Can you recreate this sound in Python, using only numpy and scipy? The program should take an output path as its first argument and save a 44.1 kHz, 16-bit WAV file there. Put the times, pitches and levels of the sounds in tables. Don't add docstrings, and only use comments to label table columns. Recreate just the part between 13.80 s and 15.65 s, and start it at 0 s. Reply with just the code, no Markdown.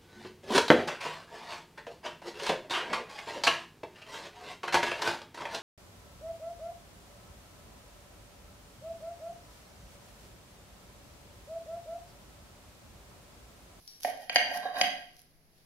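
import sys
import numpy as np
from scipy import signal
from scipy.fft import rfft, irfft, next_fast_len
from scipy.io import wavfile

SR = 44100
rng = np.random.default_rng(int(sys.argv[2]) if len(sys.argv) > 2 else 0)


def put_to_file(sound):
    columns = np.atleast_2d(sound).T
    safe = np.clip(columns, -1, 1)
    whole_steps = np.round(safe * 32767)
    wavfile.write(sys.argv[1], SR, whole_steps.astype(np.int16))


N = 81585

# time in seconds, level in dB.
CRUNCH_LEVELS = [(0, -65), (.12, -61.5), (.195, -67.5), (.222, -59), (.24, -44), (.3, -49.5), (.35, -76),
                 (.43, -57.5), (.51, -72.5), (.55, -48), (.6, -55.5), (.68, -69), (.745, -48.5),
                 (.775, -48), (.8, -67.5), (.86, -64), (.93, -73.5), (.988, -46), (1.02, -45.5),
                 (1.12, -67), (1.33, -72), (1.4, -63), (1.46, -81.5), (1.85, -89)]
# start in seconds, level in dB.
FLAKE_SNAPS = [(0.0775, -36.5), (0.2032, -42), (0.2076, -41.5), (0.221, -43), (.228, -40.5), (.2335, -27.5),
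               (.375, -45.5), (.529, -41), (.549, -36), (.5585, -28.5), (0.7742, -34.5), (0.987, -35.5),
               (1.367, -48.5), (1.393, -45), (1.418, -48.5)]
# frequency in Hz, relative level in dB.
PASTRY_SPECTRUM = [(300, -22), (1500, -12), (3000, -6.5), (4300, -2), (5900, 1), (7000, -9.5), (8200, -17),
                   (9600, -6), (11200, 2), (12500, -8), (14200, -17), (15500, -16)]
FLAKES_PER_S, FLAKE_SPREAD_DB, FLAKE_T60_S, SNAP_T60_S = 3300, 2, .0018, .0058

# start in seconds, low, middle and high register gains in dB,
# tuning ratio, contact time in seconds, board gain in dB.
IMPACTS = [(0.2464, -18, -32, -43, 1, 0.0032, -40), (0.276, -26, -51, -62, 0.9, 0.0078, -48),
           (.4955, -26.5, -28, -30.5, 1.0, .0008, -67.5), (.5582, -16, -16, -15, .993, .0015, -43),
           (.5665, -25, -20, -25.5, 1.0, 0.0018, -44.5), (.852, -16, -50, -59.5, 1.02, 0.0067, -45.5),
           (1.0123, -18, -20.5, -15, 1.024, .0012, -33.5), (1.038, -27, -31, -45.5, 1.01, 0.0012, -40)]
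IMPACT_REGISTERS_HZ = (800, 2400, 4700)
# frequency in Hz, level in dB, T60 in seconds.
PLATE_MODES = [(557.7, -8.5, 0.044), (628, -12.5, 0.055), (720.8, -1, 0.074), (814.5, -12.5, .04),
               (1031, -17.5, 0.036), (1606, -8, 0.045), (1706, -11, 0.038), (1873.5, -0.5, 0.043),
               (1980, -2.5, .05), (2182, -5.5, 0.047), (2347, -8.5, .035), (2468, -7, 0.057),
               (2833, -7.5, 0.068), (3016, -6, 0.047), (3161, -6.5, 0.07), (4730, 3.5, .022),
               (6120, -11, 0.056), (7700, -32.5, .05), (9580, -22.5, .06), (12900, -29, .04)]
# frequency in Hz, level in dB, T60 in seconds.
BOARD_MODES = [(64, -18.5, 0.21), (200.7, -2.5, 0.058), (272, -0.5, 0.076)]
# frequency in Hz, relative level in dB.
CLACK_SPECTRUM = [(100, -48.5), (300, -18), (450, -0.5), (800, -5), (1000, -4), (1300, -9.5), (1600, -1),
                  (3100, 4.5), (3600, -7.5), (4050, -2), (4750, -3.5), (5300, -11.5), (6200, -8.5),
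                  (7800, -37), (11000, -21), (13000, -28.5), (15500, -38.5)]
CLACK_DB, CLACK_T60_S = 1.5, .022
BUILD_CYCLES, MODE_SCATTER_DB, MIC_GAP_S = 1.2, 1.5, .0001

# time in seconds, level in dB.
RUB_LEVELS = [(.2, -84), (.3, -54), (.39, -57.5), (.43, -49), (.48, -69), (.51, -45.5), (.66, -41),
              (.70, -38.5), (0.764, -38), (0.801, -51.5), (.835, -44), (.88, -49.5), (.93, -48),
              (0.959, -35.5), (1.006, -35.5), (1.06, -45), (1.13, -50.5), (1.25, -65), (1.359, -91)]
# frequency in Hz, relative gain in dB.
RUB_WEIGHTING = [(150, -4.5), (500, -1.5), (750, 2), (1100, -7.5), (1600, 0), (2000, -16), (3200, -10),
                 (4500, -13), (7000, -16)]
# time in seconds, level in dB.
GRATE_LEVELS = [(.70, -84), (.75, -51), (.80, -66.5), (.825, -53), (.836, -41.5), (.848, -51), (.862, -43),
                (.89, -54.5), (.91, -58), (.945, -55), (.96, -38.5), (.98, -40.5), (1.008, -39),
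                (1.03, -87.5)]
# frequency in Hz, level in dB, T60 in seconds.
EDGE_MODES = [(827, -5.5, .03), (1076, 0, .02), (1637, -1.5, 0.027), (1800, -7, 0.017), (3850, -8.5, .025)]
SLIPS_PER_S, SLIP_SPREAD_DB, BOARD_RUB_DB = 900, 1.5, -20.5

# frequency in Hz, level in dB, T60 in seconds.
BLADE_MODES = [(4600, -56, .35), (5570, -49, .3), (6300, -66.5, .35), (11000, -61, .2),
               (15100, -64.5, 0.14)]
TING_START_S = .076

# time in seconds, level in dB.
SLEEVE_LEVELS = [(1.6, -93.5), (1.72, -79), (1.78, -69), (1.85, -72.5)]
# frequency in Hz, relative level in dB.
CLOTH_SPECTRUM = [(500, -8), (2000, -2.5), (5200, 0.5), (8000, -11.5), (11000, -6), (15000, -16)]

# frequency in Hz, T60 in seconds.
REVERB_TIMES = [(150, 0.52), (700, .5), (2000, 0.5329), (5000, 0.4961), (11000, 0.45), (16000, 0.04)]
# frequency in Hz, gain in dB.
REVERB_GAINS = [(150, 2), (700, -2.5), (2000, 0.5), (3500, 0), (5000, -4.5), (11000, -6.5)]
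ROOM_DELAY_S, ROOM_BUILD_S = .01, .012
# frequency in Hz, relative level in dB.
HISS_SPECTRUM = [(20, 1.5), (60, -5.5), (110, -9), (260, -10.5), (400, -13), (700, -16.5), (1100, -23.5),
                 (2100, -21), (3600, -28), (4800, -23.5), (6200, -26.5), (8000, -36), (9500, -30.5),
                 (11000, -24), (12500, -29), (14000, -37), (15700, -34.5)]
HISS_DB, HUM_HZ, HUM_DB = -66, 154, -77

# frequency in Hz, coherence from 0 to 1.
COHERENCE = [(60, 0.4), (290, 0.9), (700, 0.5), (1400, 0), (3000, 0.02), (15000, 0)]
# frequency in Hz, level of left over right in dB.
MIC_BALANCE = [(90, 4), (270, 0.5), (500, -5.5), (750, -3), (1250, -2), (2100, -3), (3300, -2), (4700, 9.5),
               (5800, 4), (7800, -1), (9500, -9.5), (15000, -13)]
BAND_LIMIT_HZ = 15900


def crust():
    t = np.arange(SR // 20) / SR
    cracks = impulses(FLAKES_PER_S, FLAKE_SPREAD_DB)
    energy = signal.fftconvolve(cracks ** 2, decay(t, FLAKE_T60_S) ** 2)[:N]
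    crackle = np.sqrt(np.abs(energy)) * diffuse_noise(N)
    out = coloured(crackle, PASTRY_SPECTRUM) * level(CRUNCH_LEVELS)
    for start, db in FLAKE_SNAPS:
        snap = coloured(diffuse_noise(len(t)), PASTRY_SPECTRUM) * decay(t, SNAP_T60_S)
        add(out, start, amp(db) * snap)
    return out


def knocks():
    out, t = np.zeros((2, N)), np.arange(SR // 4) / SR
    for start, low_db, mid_db, high_db, tuning, contact_s, board_db in IMPACTS:
        force = list(zip(IMPACT_REGISTERS_HZ, (low_db, mid_db, high_db)))
        plate = ring([(hz * tuning, db + along(force, hz), t60) for hz, db, t60 in PLATE_MODES], t)
        board = amp(board_db) * ring(BOARD_MODES, t)
        noise = coloured(diffuse_noise(len(t)), CLACK_SPECTRUM)
        clack = amp(CLACK_DB) * filtered(noise, lambda hz: amp(along(force, hz)))
        clack *= decay(t, CLACK_T60_S) * (1 - decay(t, t60=.004))
        onset = np.sin(np.pi / 2 * np.minimum(t / contact_s, 1)) ** 2
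        add(out, start, onset * (plate + board + clack))
    return out


def drag():
    t = np.arange(SR // 4) / SR
    plate = stick_slip(coloured(ring(PLATE_MODES, t), RUB_WEIGHTING), RUB_LEVELS)
    board = amp(BOARD_RUB_DB) * stick_slip(ring(BOARD_MODES, t), RUB_LEVELS)
    rim = stick_slip(ring(EDGE_MODES, t), GRATE_LEVELS)
    return plate + board + rim


def stick_slip(body, levels):
    slips = unit_rms(impulses(SLIPS_PER_S, SLIP_SPREAD_DB)) * level(levels)
    return signal.fftconvolve(slips[None], body / np.linalg.norm(body[0]), axes=1)[:, :N]


def blade_ting():
    out = np.zeros((2, N))
    add(out, TING_START_S, ring(BLADE_MODES, np.arange(SR // 2) / SR))
    return out


def sleeve():
    return coloured(diffuse_noise(N), CLOTH_SPECTRUM) * level(SLEEVE_LEVELS)


def kitchen_reverb(x):
    hz, t, spectra = signal.stft(diffuse_noise(SR), SR, nperseg=256)
    t60 = along(REVERB_TIMES, hz)[:, None]
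    gain = amp(along(REVERB_GAINS, hz))[:, None] * np.sqrt(2 * np.log(1000) / (t60 * SR))
    onset = np.clip((t - ROOM_DELAY_S) / ROOM_BUILD_S, 0, 1)
    tail = signal.istft(spectra * gain * decay(t, t60) * onset, SR, nperseg=256)[1]
    return signal.fftconvolve(x, tail, axes=1)[:, :N]


def background():
    hiss = amp(HISS_DB) * coloured(diffuse_noise(N), HISS_SPECTRUM)
    hum = amp(HUM_DB) * np.sqrt(2) * np.sin(2 * np.pi * HUM_HZ * np.arange(N) / SR)
    return hiss + hum


def ring(modes, t):
    out = np.zeros((2, len(t)))
    for hz, db, t60 in modes:
        phase_gap = min(2 * np.pi * hz * MIC_GAP_S, 2.4)
        phase = rng.uniform(0, 2 * np.pi) + np.array([[.5], [-.5]]) * phase_gap * rng.choice([-1, 1])
        envelope = decay(t, t60) * (1 - np.exp(-t * hz / BUILD_CYCLES))
        out += amp(db + MODE_SCATTER_DB * rng.normal()) * np.sin(2 * np.pi * hz * t + phase) * envelope
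    return out


def impulses(per_s, spread_db):
    signs = (rng.random(N) < per_s / SR) * rng.choice([-1, 1], N)
    return signs * amp(spread_db * np.minimum(rng.exponential(size=N), 4))


def diffuse_noise(size):
    def mid_side_gains(hz):
        angle = np.arccos(np.clip(along(COHERENCE, hz), -1, 1)) / 2
        return np.array([np.cos(angle), np.sin(angle)])
    mid, side = filtered(rng.standard_normal((2, size)), mid_side_gains)
    return np.array([mid + side, mid - side])


def amp(db):
    return 10 ** (np.asarray(db) / 20)


def unit_rms(x):
    return x / np.sqrt(np.mean(x ** 2) + 1e-20)


def decay(t, t60):
    return np.exp(-np.log(1000) * t / t60)


def along(points, hz):
    frequencies, values = np.transpose(points)
    return np.interp(np.log(hz + 1), np.log(frequencies + 1), values)


def level(rows):
    return amp(np.interp(np.arange(N) / SR, *np.transpose(rows)))


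def filtered(x, response):
    size = x.shape[-1]
    padded = next_fast_len(size + 8192)
    return irfft(rfft(x, padded) * response(np.fft.rfftfreq(padded, 1 / SR)), padded)[..., :size]


def coloured(x, spectrum):
    return unit_rms(filtered(x, lambda hz: amp(along(spectrum, hz))))


def add(out, start_s, sound):
    i = round(start_s * SR)
    out[:, i:i + sound.shape[1]] += sound[:, :N - i]


def scene():
    cutting = knocks() + drag() + crust() + blade_ting()
    return cutting + kitchen_reverb(cutting) + sleeve() + background()


def record(dry):
    left_right = np.array([[.5], [-.5]])
    return filtered(dry, lambda hz: amp(along(MIC_BALANCE, hz) * left_right) * (hz < BAND_LIMIT_HZ))


dry = scene()
out = record(dry)
put_to_file(out)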